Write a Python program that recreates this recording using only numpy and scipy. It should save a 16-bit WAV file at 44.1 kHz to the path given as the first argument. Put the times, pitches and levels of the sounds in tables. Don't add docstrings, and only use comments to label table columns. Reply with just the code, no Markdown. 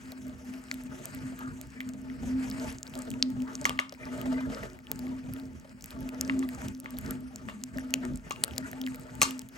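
import sys
import numpy as np
from scipy import signal
from scipy.fft import rfft, irfft, next_fast_len
from scipy.io import wavfile

SR = 44100
rng = np.random.default_rng(int(sys.argv[2]) if len(sys.argv) > 2 else 0)


def invert_db(x):
    u = np.asarray(x, float) / 20
    return 10 ** u


def to_wav(sig):
    pcm = np.clip(np.atleast_2d(sig), -1, 1) * 32767
    pcm = np.round(pcm).astype(np.int16)
    wavfile.write(sys.argv[1], SR, pcm.T)


N = 422037
HZ = np.fft.rfftfreq(next_fast_len(N + SR // 2), 1 / SR)


def rms_one(x):
    return x / np.sqrt(np.mean(x ** 2) + 1e-20)


def butter(x, order, edges_hz, kind):
    return signal.sosfilt(signal.butter(order, edges_hz, kind, fs=SR, output="sos"), x)


def power_sum(rows_db, rest_db=-70):
    return 10 * np.log10(invert_db(2 * rest_db) + np.sum(invert_db(2 * rows_db), axis=0))


def shaped(x, response):
    size = 2 * (len(HZ) - 1)
    return irfft(rfft(x, size) * response, size)[..., :N]


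def colour(points):
    hz, db = np.transpose(points)
    return invert_db(np.interp(np.log(HZ + 1), np.log(hz), db))


def drift(rate):
    r = np.exp(-80 * np.pi * rate / SR)
    chance = rng.standard_normal(N // 40 + 2002)
    slow = signal.lfilter([1], [1, -2 * r, r * r], chance)[2000:]
    return np.interp(np.arange(N) / 40, np.arange(len(slow)), rms_one(slow))


def resonate(x, hz, width_hz):
    r = np.exp(-np.pi * width_hz / SR)
    poles = [1, -2 * r * np.cos(2 * np.pi * hz / SR), r * r]
    return signal.lfilter([(1 - r * r) / 2, 0, (r * r - 1) / 2], poles, x)


def ring(clicks, hz, t60):
    r, w = invert_db(-60 / (t60 * SR)), 2 * np.pi * hz / SR
    return signal.lfilter([0, np.sin(w)], [1, -2 * r * np.cos(w), r * r], clicks + 1e-18)


def friction(judder_db):
    judder = invert_db(judder_db * (drift(13.5) + 2.59 * drift(19.2)))
    return rms_one(rng.standard_normal((2, N)) * judder)


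def grains(per_s, low_hz, high_hz, cycles, spread_db):
    sizes = invert_db(spread_db * np.minimum(rng.exponential(1, N), 2.5)) * rng.choice([-1, 1], N)
    born, dealt = rng.random(N) < per_s / SR, rng.integers(0, 10, N)
    total = np.zeros(N)
    for k, hz in enumerate(np.geomspace(low_hz, high_hz, 10)):
        total += ring(sizes * born * (dealt == k), hz, cycles / hz)
    return rms_one(total)


def patches(x, low_hz, high_hz, flicker_db):
    total = 0
    for k, hz in enumerate(np.geomspace(low_hz, high_hz, 7)):
        total = total + (-1) ** k * invert_db(flicker_db * drift(9.7)) * resonate(x, hz, 0.55 * hz)
    return rms_one(total)


def dying_noise(at, peak_db, t60, band_hz):
    blows = np.zeros(N)
    blows[at] = invert_db(peak_db)
    envelope = signal.lfilter([1], [1, -invert_db(-60 / (t60 * SR))], blows)
    noise = rng.standard_normal(N) + 1.27 * rng.standard_normal((2, N))
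    return butter(envelope * noise, 2, band_hz, "band")


# start in seconds, end in seconds, metal rub level in dB, wet squish level in dB.
STROKES = [(-0.02, 0.7, -61.5, -62), (0.66, 1.754, -60, -63.5), (1.738, 2.94, -61, -69),
           (2.926, 3.998, -53, -62), (3.99, 4.667, -48, -61), (5.002, 5.557, -55.5, -64.5),
           (5.898, 6.736, -53.5, -63), (6.818, 7.676, -59, -72.5), (7.724, 8.223, -55, -67),
           (8.22, 9.417, -56.5, -63), (9.58, 10.03, -37.5, -53.5)]
# time in seconds, extra board shake in dB, extra scrape in dB.
BITES = [(.3, 3.5, -0.5), (.5, 4, 3), (1.01, -0.5, 6), (1.22, 4, 3.5), (1.44, 2, 3), (1.95, 5, -1),
         (2.262, 13, 9), (2.484, 11.5, 11.5), (2.666, 14.5, 15), (2.96, 2.5, 2), (3.13, 1.5, -2.5),
         (3.32, 1, -4.5), (3.72, 4, 1.5), (3.86, -12.5, -12.5), (4.06, 1.5, -0.5), (4.28, 4, 2),
         (4.62, 4.5, 7), (4.82, -9.5, -4.5), (4.93, 10, 3.5), (5.27, 4, -1), (5.92, 5, 1), (6.28, 6.5, 4),
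         (6.64, 7, 9), (7.078, 11, 9.5), (7.49, 5, 4), (7.76, 5, 3), (8.08, 10, 4), (8.42, 4, 1.5),
         (8.63, 6.5, 3), (9.242, 4, 5)]
STROKE_RISE_S, STROKE_FALL_S, SLACK_DB, WET_SLACK_SHARE = 0.023, 0.19, 8.5, 0.74
BITE_S, RUMBLE_DB, RUMBLE_FOLLOWS, SQUISH_FOLLOWS = 0.09, -49.5, 0.42, 1.05


def turning():
    t = np.arange(N // 64 + 2) * 64 / SR
    start, end, rub_db, wet_db = np.transpose(STROKES)[:, :, None]
    grip = np.minimum((t - start) / STROKE_RISE_S, (end - t) / STROKE_FALL_S)
    slack_db = SLACK_DB * (1 - np.clip(grip, -3, 1))
    s, shake_db, scrape_db = np.transpose(BITES)[:, :, None]
    bump = np.exp(-((t - s) / BITE_S) ** 2)
    load_db = power_sum(rub_db - slack_db)
    scrape_db = np.sum(scrape_db * bump, axis=0)
    rumble_db = RUMBLE_DB + RUMBLE_FOLLOWS * (load_db + 59.5) + np.sum(shake_db * bump, axis=0)
    squish_db = power_sum(wet_db - WET_SLACK_SHARE * slack_db) + SQUISH_FOLLOWS * scrape_db
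    return [np.interp(np.arange(N) / SR, t, db) for db in (rumble_db, load_db + scrape_db, squish_db)]


# peak time in seconds, peak level in dB, rise in seconds, fall in seconds.
DRAGS = [(0.06, -44, 0.035, 0.25), (0.27, -41, 0.031, 0.12), (0.54, -37.5, 0.14, 0.097),
         (0.79, -38.5, 0.12, 0.051), (0.92, -37, 0.15, 0.07), (1.148, -39.5, 0.016, 0.084),
         (1.25, -39.5, 0.049, 0.056), (1.32, -41, 0.12, 0.094), (1.45, -40.5, 0.086, 0.22),
         (1.88, -41, 0.19, 0.13), (2.12, -34.5, 0.13, 0.079), (2.38, -29, 0.18, 0.14),
         (2.62, -36.5, 0.39, 0.18), (2.97, -40.5, 0.018, 0.17), (3.31, -34, 0.36, 0.023),
         (3.42, -31, 0.099, 0.092), (3.77, -40, 0.49, 0.092), (4.12, -31.5, 0.095, 0.07),
         (4.31, -28, 0.098, 0.16), (4.43, -32.5, 0.035, 0.21), (5.14, -35, 0.29, 0.11),
         (5.37, -39, 0.17, 0.2), (6.02, -37.5, 0.095, 0.54), (6.4, -27.5, 0.25, 0.16),
         (6.63, -41, 0.025, 0.4), (6.96, -40, 0.11, 0.077), (7.13, -36, 0.096, 0.23),
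         (7.639, -40, 0.028, 0.076), (7.86, -38, 0.038, 0.021), (7.77, -32, 0.02, 0.05),
         (8.09, -34, 0.35, 0.095), (8.65, -38.5, 0.24, 0.016), (8.85, -35, 0.14, 0.15),
         (9.38, -39, 0.36, 0.055)]
DRAG_DROP_DB, DRAG_CURVE, HUM_REST_DB = 20.5, 1.74, -55


def dragging():
    t = np.arange(N // 64 + 2) * 64 / SR
    s, peak_db, rise, fall = np.transpose(DRAGS)[:, :, None]
    away = np.abs(t - s) / np.maximum(np.where(t < s, rise, fall), .01)
    level_db = power_sum(peak_db - DRAG_DROP_DB * away ** DRAG_CURVE, HUM_REST_DB)
    return np.interp(np.arange(N) / SR, t, level_db)


HUM_HZ, HUM_WIDTH_HZ = 257.7, 6.1


def hum(level_db):
    pitch = HUM_HZ + 4 * drift(9)
    tone = np.sqrt(2) * np.sin(2 * np.pi * np.cumsum(pitch) / SR) * invert_db(1.6 * drift(12))
    skirt = rms_one(resonate(rng.standard_normal((2, N)), HUM_HZ, HUM_WIDTH_HZ))
    return invert_db(level_db) * (tone * [[1], [.4]] + invert_db(-10.0) * skirt)


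# frequency in Hz, width in Hz, level in dB.
BOARD = [(46, 4.1, -9.5), (71.7, 31, 0), (127.8, 39.5, 4.5), (172, 17, -5), (211.7, 18, 4)]


def rumble(level_db):
    shake = friction(judder_db=1.0)
    modes = 0
    for hz, width, db in BOARD:
        modes = modes + invert_db(db + 3.1 * drift(4.6)) * resonate(shake, hz, width) / np.sqrt(width)
    return invert_db(level_db) * rms_one(butter(modes, 2, 260, "low"))


# frequency in Hz, width in Hz, level in dB.
BARREL = [(367.4, 3.5, 15.5), (480, 15.3, 4.5), (614, 27.7, 9), (872.5, 19, 6), (1260, 125, -4.5),
          (1765, 15, -4.5), (448, 22, 1), (2820, 57, -16)]
# frequency in Hz, level in dB per Hz.
SCRAPE = [(40, -18.5), (150, 1.5), (300, 5.5), (600, -1.5), (1200, 5), (2400, -8), (3600, -56.5)]


def rub(level_db):
    slips = friction(judder_db=1.3)
    modes = sum(invert_db(db + 3.1 * drift(14.2)) * resonate(slips, hz, width) for hz, width, db in BARREL)
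    clumps_per_s = 110 * invert_db(2.0 * drift(6.1))
    crunch = grains(clumps_per_s, low_hz=455.0, high_hz=2417, cycles=96.0, spread_db=8.5)
    scrape = patches(shaped(slips, colour(SCRAPE)), low_hz=200, high_hz=3300, flicker_db=4.5)
    mix = invert_db(1.5) * rms_one(modes) + invert_db(-6) * crunch * [[1], [.6]] + invert_db(-7) * scrape
    return invert_db(level_db) * mix


# frequency in Hz, level in dB per Hz.
SQUISH = [(1500, 19.5), (3000, 3), (4500, 4), (6000, 9), (7500, 3), (10000, 11.5), (12000, -14.5),
          (15500, -5), (16200, -41)]


def squish(level_db):
    wet = shaped(friction(judder_db=1.0), colour(SQUISH))
    hiss = patches(wet, low_hz=2593, high_hz=12850, flicker_db=0.87)
    ticks = grains(per_s=55, low_hz=2500, high_hz=12000, cycles=4.0, spread_db=4.0)
    top_cut = signal.cheby2(10, 50, 16000, fs=SR, output="sos")
    return invert_db(level_db + 5.5) * signal.sosfilt(top_cut, hiss + invert_db(-12.5) * ticks * [[1], [0]])


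AIR_DB, AIR_TOP_DB = -85.5, -83


def air():
    hiss = rng.standard_normal((2, N))
    broad = butter(hiss, 3, [10300, 13900], "band")
    top = butter(hiss, 4, [15150, 15900], "band")
    return invert_db(AIR_DB) * rms_one(broad) + invert_db(AIR_TOP_DB + 3.0 * drift(4)) * rms_one(top)


# time in seconds, peak level in dB, loudest resonance in Hz.
CRUSHES = [(0.119, -39, 640), (0.714, -39, 1380), (1.32, -38, 653), (1.405, -33, 910), (1.939, -40, 577),
           (2.231, -37, 666), (2.938, -40, 600), (3.224, -43, 645), (3.364, -47, 650), (3.653, -19.5, 1160),
           (3.79, -24, 1167), (3.922, -38.5, 590), (4.115, -55, 606), (4.18, -37, 640), (4.255, -25, 647),
           (4.403, -30.5, 1020), (4.497, -31.5, 630), (4.629, -35, 480), (4.914, -32.5, 454),
           (5.286, -38, 570), (5.645, -40, 610), (6.296, -36, 1060), (6.429, -30.5, 1170),
           (6.842, -42, 647), (6.937, -35.5, 614), (7.35, -45, 645), (7.486, -34, 620), (7.938, -31.5, 585),
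           (8.054, -50, 610), (8.308, -23.5, 1150), (8.439, -33, 505), (8.58, -34, 596), (8.73, -36, 620),
           (9.216, -14.5, 1225)]
CRUSH_T60_S, CRUSH_WIDTH_HZ, CRUSH_DB, CRUSH_WALL_DB = 0.067, 84, -3.5, -13


def crushes():
    out, t = np.zeros((2, N + 8192)), np.arange(8192) / SR
    shape = (1 - np.exp(-t / 0.0019)) * invert_db(-60 * t / CRUSH_T60_S)
    for (s, peak_db, hz), grind in zip(CRUSHES, rng.standard_normal((len(CRUSHES), 2, 8192))):
        own = rms_one(resonate(grind, hz, CRUSH_WIDTH_HZ))
        others = [resonate(grind, hz * ratio, CRUSH_WIDTH_HZ * ratio) for ratio in (1.42, 2.03, 2.85)]
        body = own + invert_db(CRUSH_WALL_DB) * rms_one(sum(others))
        at = round(s * SR)
        out[:, at:at + 8192] += invert_db(peak_db + CRUSH_DB) * shape * body * [[1], [.6]]
    return out[:, :N]


# time in seconds, peak level in dB, pocket frequency in Hz, snap level in dB re the peak.
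BURSTS = [(0.7133, -18.5, 2130, -34), (1.0552, -17.5, 9100, -14), (1.8045, -21, 2060, -15),
          (2.8298, -18.5, 6900, -39), (2.9894, -23.5, 9250, -33), (3.1035, -40, 8150, -30),
          (3.2253, -6, 4270, -57), (3.5529, -18, 6450, -42), (3.653, -6, 2060, -38),
          (3.6938, -19, 3120, -5), (3.7899, -8.5, 2060, -57), (4.9151, -6, 15100, -35),
          (5.336, -30.5, 13300, -3), (5.8413, -26, 8800, 1.5), (5.8584, -26, 12900, -1.5),
          (6.2104, -12.5, 6360, -4.5), (6.2964, -13.5, 2040, -43), (6.3917, -24, 7700, -14),
          (6.8004, -23, 10800, -10), (6.986, -16.5, 12300, -6.5), (7.108, -15.5, 11400, -16),
          (7.359, -24.5, 7060, -3.5), (7.637, -19.5, 7600, -9), (7.9385, -9, 2740, -7),
          (8.4379, -10.5, 4320, 0), (8.5802, -18, 4800, -3), (8.8643, -26.5, 3020, -3),
          (9.217, -6, 2500, -7), (9.308, -30, 2820, 6), (9.393, -28, 8800, -41)]
# time in seconds, peak level in dB, pocket frequency in Hz, ringing in cycles.
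TWIN_POPS = [(3.2254, -8.5, 5200, 9.7), (3.644, -23, 5900, 4.1), (3.6935, -41, 6760, 5.7),
             (7.9393, -15, 6600, 11), (8.437, -10.5, 8800, 20), (8.5802, -27, 6950, 33),
             (9.2155, -2, 8000, 4), (9.224, -7.5, 8700, 11), (9.2296, -24, 6350, 9.0),
             (0.7133, -19.5, 4400, 4.7), (9.218, -16, 4100, 12)]
# time in seconds, peak level in dB, pocket frequency in Hz.
BUBBLES = [(2.099, -32, 1960), (2.5126, -25.5, 4870), (2.598, -30, 5030), (2.7845, -30, 6600),
           (2.8673, -35, 4350), (2.938, -37, 2860), (2.9529, -31, 4200), (3.02, -25, 8100),
           (3.141, -43, 2310), (3.6133, -23.5, 7700), (3.8941, -29.5, 5500), (4.547, -29.5, 5100),
           (4.63, -31, 2070), (6.249, -31.5, 5780), (6.4264, -26, 1960), (6.8584, -25.5, 2020),
           (7.4863, -24, 1860), (8.0514, -27.5, 7850), (8.1578, -26, 8750), (8.308, -25, 2340),
           (8.838, -35, 3600)]
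# time in seconds, peak level in dB, pocket frequency in Hz.
THREADS = [(0.119, -33.5, 4300), (0.7412, -33.5, 8700), (1.1472, -36, 2330), (1.39, -35, 2220),
           (1.6128, -30, 6800), (1.89, -35.5, 7300), (2.4994, -33, 5230), (3.114, -30, 3080),
           (3.3022, -39, 6860), (3.42, -39, 2390), (3.925, -43, 5530), (4.2137, -33.5, 3020),
           (4.9914, -33, 7700), (5.398, -39, 4140), (5.9058, -35.5, 4100), (6.09, -31, 2480),
           (6.489, -30, 1810), (6.6834, -29.5, 5700), (7.906, -38.5, 7060), (8.5624, -41, 4150),
           (8.7142, -32.5, 6000), (8.8145, -27.5, 3100), (8.945, -36.5, 2110), (9.1523, -39, 7170),
           (9.417, -38.5, 3100), (9.4877, -37, 8500)]
# time in seconds, peak level in dB, pocket frequency in Hz.
TICKS_EARLY = [(0.1195, -33, 4350), (0.2678, -35, 8010), (0.2807, -35, 11840), (0.5376, -31, 2410),
               (0.639, -35, 8550), (0.7244, -30, 8440), (0.7412, -40, 8100), (0.836, -33, 10850),
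               (0.8458, -43, 7920), (1.0553, -18, 11700), (1.148, -24, 11500), (1.3903, -28, 11800),
               (1.5751, -42, 8050), (1.6707, -36, 8660), (1.7035, -41, 6800), (1.8115, -30, 2300),
               (1.9355, -33, 7250), (2.0164, -39, 8350), (2.7158, -37, 4480), (2.7255, -29, 8350),
               (2.7472, -39, 4570), (2.8299, -22, 6970), (2.8686, -41, 4310), (2.8765, -29.5, 5430),
               (2.8966, -37, 8480), (2.9378, -25, 2800), (2.953, -21.5, 4380), (2.9763, -31, 8790),
               (3.0515, -38, 7880), (3.1035, -21, 8140), (3.1388, -30.5, 2500), (3.232, -31, 4440),
               (3.4022, -36, 2890), (3.421, -34.5, 7200), (3.532, -37, 5680), (3.6607, -19, 6360),
               (3.7748, -33, 2930), (3.79, -22.5, 4320), (3.9392, -34, 5500), (3.948, -40, 2200),
               (4.054, -30, 5360), (4.1774, -29.5, 8530), (4.3291, -35, 4870), (4.634, -26, 1780),
               (4.7, -37, 5380), (4.7324, -37, 7150), (4.7697, -48, 1380), (4.7889, -35, 2100),
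               (4.869, -32.5, 3100), (4.9582, -32, 7100)]
TICKS_LATE = [(5.0677, -31.5, 2090), (5.2996, -48, 1770), (5.3266, -42, 4870), (5.336, -20, 13090),
              (5.3632, -39, 3320), (5.3759, -36, 1540), (5.4547, -40, 5700), (5.5981, -37, 6500),
              (5.6939, -42, 5560), (5.809, -33, 5740), (5.823, -28, 7060), (5.913, -31.5, 11500),
              (6.006, -30, 13140), (6.101, -42, 2020), (6.1454, -33, 5830), (6.2771, -30, 5800),
              (6.506, -46, 1640), (6.548, -29, 7100), (6.6176, -27, 1410), (6.684, -29, 2780),
              (6.749, -35, 5740), (6.8083, -46, 5600), (6.8435, -34, 1420), (6.906, -26, 11900),
              (6.9693, -34, 4220), (7.0121, -28, 13310), (7.0479, -30, 1460), (7.0617, -27.5, 5660),
              (7.154, -41, 2900), (7.205, -36, 11100), (7.454, -42, 6040), (7.4964, -32, 1890),
              (7.614, -45, 4020), (7.7728, -31, 5510), (7.784, -21, 1730), (7.7953, -31, 7700),
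              (7.9568, -34, 2970), (8.173, -29, 7800), (8.2959, -32, 15680), (8.322, -23, 6750),
              (8.3603, -30, 2730), (8.445, -17, 8790), (8.479, -24.5, 1490), (8.5092, -32, 3100),
              (8.535, -33, 2970), (8.73, -24.5, 1760), (8.8732, -22, 1960), (8.8833, -29, 1770),
              (8.9204, -39, 2500), (8.958, -27, 12700), (8.996, -27, 15590), (9.01, -34, 8270),
              (9.0335, -37, 7190), (9.1075, -39, 5860), (9.209, -30, 5800), (9.3795, -35, 7900),
              (9.3925, -16.5, 8550), (9.4127, -42, 5600), (9.4623, -48, 7000), (9.4875, -39, 8610)]
BUBBLE_SNAP_DB, THREAD_SNAP_DB = -28, 3
TICK_SNAP_DB, TICK_CYCLES = -7.5, 6.8


def pops():
    out, t = np.zeros((2, N + 512)), np.arange(512) / SR
    small = [(*row, BUBBLE_SNAP_DB) for row in BUBBLES] + [(*row, THREAD_SNAP_DB) for row in THREADS]
    rows = [(*row, 6.0) for row in list(BURSTS) + small]
    rows += [(s, db, hz, -40, cycles) for s, db, hz, cycles in TWIN_POPS]
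    ticks = list(TICKS_EARLY) + list(TICKS_LATE)
    rows += [(s, db - 4.0, hz, TICK_SNAP_DB, TICK_CYCLES) for s, db, hz in ticks]
    for (s, peak_db, hz, snap_db, cycles), draw in zip(rows, rng.standard_normal((len(rows), 514))):
        turns = t * hz
        swell = (1 - np.exp(-2.4 * turns)) * invert_db(-30 * turns / (cycles * invert_db(draw[0])))
        rising = np.sin(2 * np.pi * turns * (0.93 + 0.015 * turns))
        overtone = 0.24 * np.sin(2 * np.pi * turns * 1.12 * invert_db(2.1 * draw[1]))
        snap = (draw[2:] - 0.17 * draw[1:-1]) * invert_db(-60 * t / 0.0033)
        rustle = draw[2:] * swell ** 3.8
        pop = 1.59 * swell * (rising + overtone) + invert_db(snap_db) * snap + invert_db(-27) * rustle
        pop = invert_db(peak_db) * pop
        lag = 18 + round(.6 * np.clip(draw[2], -2, 2))
        echoed = pop + 0.11 * np.roll(pop, lag)
        at = round((s + .0006) * SR)
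        out[:, at:at + 512] += invert_db([[1.2 * draw[3]], [-.9 * draw[3]]]) * echoed
    return butter(out[:, :N], 2, 1200, "high")


# time in seconds, peak level in dB, bright share in dB, crunch share in dB.
KNOCKS = [(0.713, -48.5, 7.5, -22), (1.804, -52, -0.5, -2), (3.653, -24, -5, -9), (3.661, -31, -21, -31),
          (3.694, -49, -38, -21), (3.706, -27.5, -39, -31), (3.789, -35.5, -13, 1.5),
          (3.798, -29, -11.5, -37), (6.299, -29.5, -48, -18), (6.86, -39.5, -29, -7.5),
          (7.486, -35.5, -27, -11), (7.498, -35.5, -28, -24), (7.783, -39, -17, -33),
          (8.308, -24.5, -13.5, -33), (9.217, -21, -4, -6), (9.223, -28, 4.5, -23), (9.23, -21.5, -2, -37)]
# frequency in Hz, level in dB, t60 in seconds.
PLATE_LOW = [(640, -14, 0.15), (945, -12, .12), (1110, -13, .25), (1187, 2, .27), (1400, -14, .15),
             (1720, -11, 0.11), (2150, -8, 0.1), (2420, -12, .15), (2770, -6, 0.42), (3100, -11, 0.13),
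             (3420, -16, .2)]
PLATE_HIGH = [(4260, 11, 0.12), (5380, 5, 0.091), (6270, 21.5, 0.04), (6900, 17, 0.058), (8100, 14, 0.07),
              (10200, 14, 0.059)]
LONG_RING_DB = -11.5
RING_GROWS = .5


def knocks():
    s, peak_db, bright_db, crunch_db = np.transpose(KNOCKS)
    at, out = np.round((s + .0006) * SR).astype(int), np.zeros(N)
    chatter = invert_db(2.2 * drift(45))
    for modes, share_db in ((PLATE_LOW, -7 + 0 * s), (PLATE_HIGH, bright_db - 12.0)):
        for hz, db, t60 in modes:
            clicks = np.zeros(N)
            luck_db = rng.normal(0, 2.0, len(at))
            clicks[at] = invert_db(peak_db + share_db + db + luck_db)
            out += ring(clicks, hz, t60 / 8)
            clicks[at] *= invert_db(LONG_RING_DB + RING_GROWS * hz / 1000 * np.minimum(peak_db + 20, 0))
            pair = ring(clicks, hz * 1.012, t60 * 1.3) + ring(clicks, hz * 0.978, t60 * 0.69)
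            out += pair * np.roll(chatter, round(hz))
    rattle = dying_noise(at, peak_db + bright_db - 12.0, t60=0.23, band_hz=[3600, 8800])
    crunch = dying_noise(at, peak_db + crunch_db, t60=0.26, band_hz=[700, 3600])
    coloured = sum(invert_db(db + 12) * resonate(crunch, hz, 90) for hz, db, t60 in PLATE_LOW)
    return out + rattle + 0.21 * crunch + coloured


# middle in seconds, half length in seconds, level in dB, frequency in Hz.
SQUEAKS = [
    (1.447, 0.079, -48.5, 1230),
    (1.79, 0.049, -53, 1756),
    (4.414, 0.041, -43.5, 1555),
    (4.024, 0.038, -51, 1820),
    (7.768, 0.039, -47, 1560),
    (8.265, 0.023, -56, 1830),
    (8.647, 0.021, -45, 1424),
]
SQUEAK_WIDTH_HZ = 105


def squeaks():
    out, slips = np.zeros(N), friction(judder_db=2.5)[0]
    for s, half, db, hz in SQUEAKS:
        near = np.arange(round((s - 2 * half) * SR), round((s + 2 * half) * SR))
        rough = 0
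        for k in (1, 1.14, 1.32):
            once = resonate(slips[near], hz * k, SQUEAK_WIDTH_HZ)
            rough = rough + resonate(once, hz * k, SQUEAK_WIDTH_HZ) / k ** 2
        out[near] += invert_db(db) * np.exp(-((near / SR - s) / half) ** 4) * rms_one(rough)
    return out


# time in seconds, peak level in dB.
THUDS = [
    (3.694, -33),
    (3.923, -46),
    (4.915, -38.5),
    (8.051, -46.5),
    (8.436, -36),
]


def thuds():
    s, peak_db = np.transpose(THUDS)
    pushes = np.zeros(N)
    pushes[np.round((s + .0008) * SR).astype(int)] = invert_db(peak_db + 35.5)
    return butter(pushes + 1e-18, 1, [130, 1800], "band")


KITCHEN_T60_S, KITCHEN_CUT_HZ, KITCHEN_DB = 0.41, 3700, -30.5


def kitchen(x):
    t = np.arange(SR // 3) / SR
    tail = rng.standard_normal((2, len(t))) * invert_db(-60 * t / KITCHEN_T60_S) * (t > .007)
    tail = butter(tail, 1, [300, KITCHEN_CUT_HZ], "band")
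    tail = tail / np.sqrt(np.sum(tail ** 2) / 2)
    return invert_db(KITCHEN_DB) * signal.fftconvolve(x[None], tail, axes=1)[:, :N]


# frequency in Hz, left's lead in radians,
# left-right balance in dB, likeness of the steady sound from 0 to 1.
PAIR = [(0, 0, -2.4, .93), (105, 0, -2.6, .93), (170, .2, 3, .3), (260, .55, -1.8, .85),
        (640, .9, 1.2, .55), (1300, 2.4, 2.6, .4), (2300, 2.0, 3.6, .35), (3200, .7, 2.6, .6),
        (6000, .6, 1.9, .6), (7750, 0, .4, .985), (17000, -12.9, 0, .997), (23000, -21.3, 0, .995)]


def microphones(left_right):
    hz, lead, balance_db, alike = np.transpose(PAIR)
    tilt = invert_db(np.interp(HZ, hz, balance_db) / 2)
    return shaped(left_right, np.array([tilt * np.exp(1j * np.interp(HZ, hz, lead)), 1 / tilt]))


def scene():
    rumble_db, rub_db, squish_db = turning()
    grinding = hum(dragging()) + rumble(rumble_db) + rub(rub_db) + squish(squish_db)
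    direct, scattered = grinding + air() + crushes()
    alike = np.interp(HZ, np.array(PAIR)[:, 0], np.array(PAIR)[:, 3])
    middle = shaped(direct, np.sqrt((1 + alike) / 2))
    side = shaped(scattered, np.sqrt((1 - alike) / 2))
    steady = middle + side * [[1], [-1]]
    hits = pops() + knocks() + thuds()
    return microphones(steady + hits + squeaks() + kitchen(hits.mean(axis=0)))


def band_limit(x):
    return signal.sosfilt(signal.butter(12, 17700, fs=SR, output="sos"), x)


def record(dry):
    cut = butter(dry, 8, 38, "high")
    cut = signal.sosfilt(signal.cheby2(12, 70, 17400, fs=SR, output="sos"), cut)
    return band_limit(cut)


dry = scene()
out = record(dry)
to_wav(out)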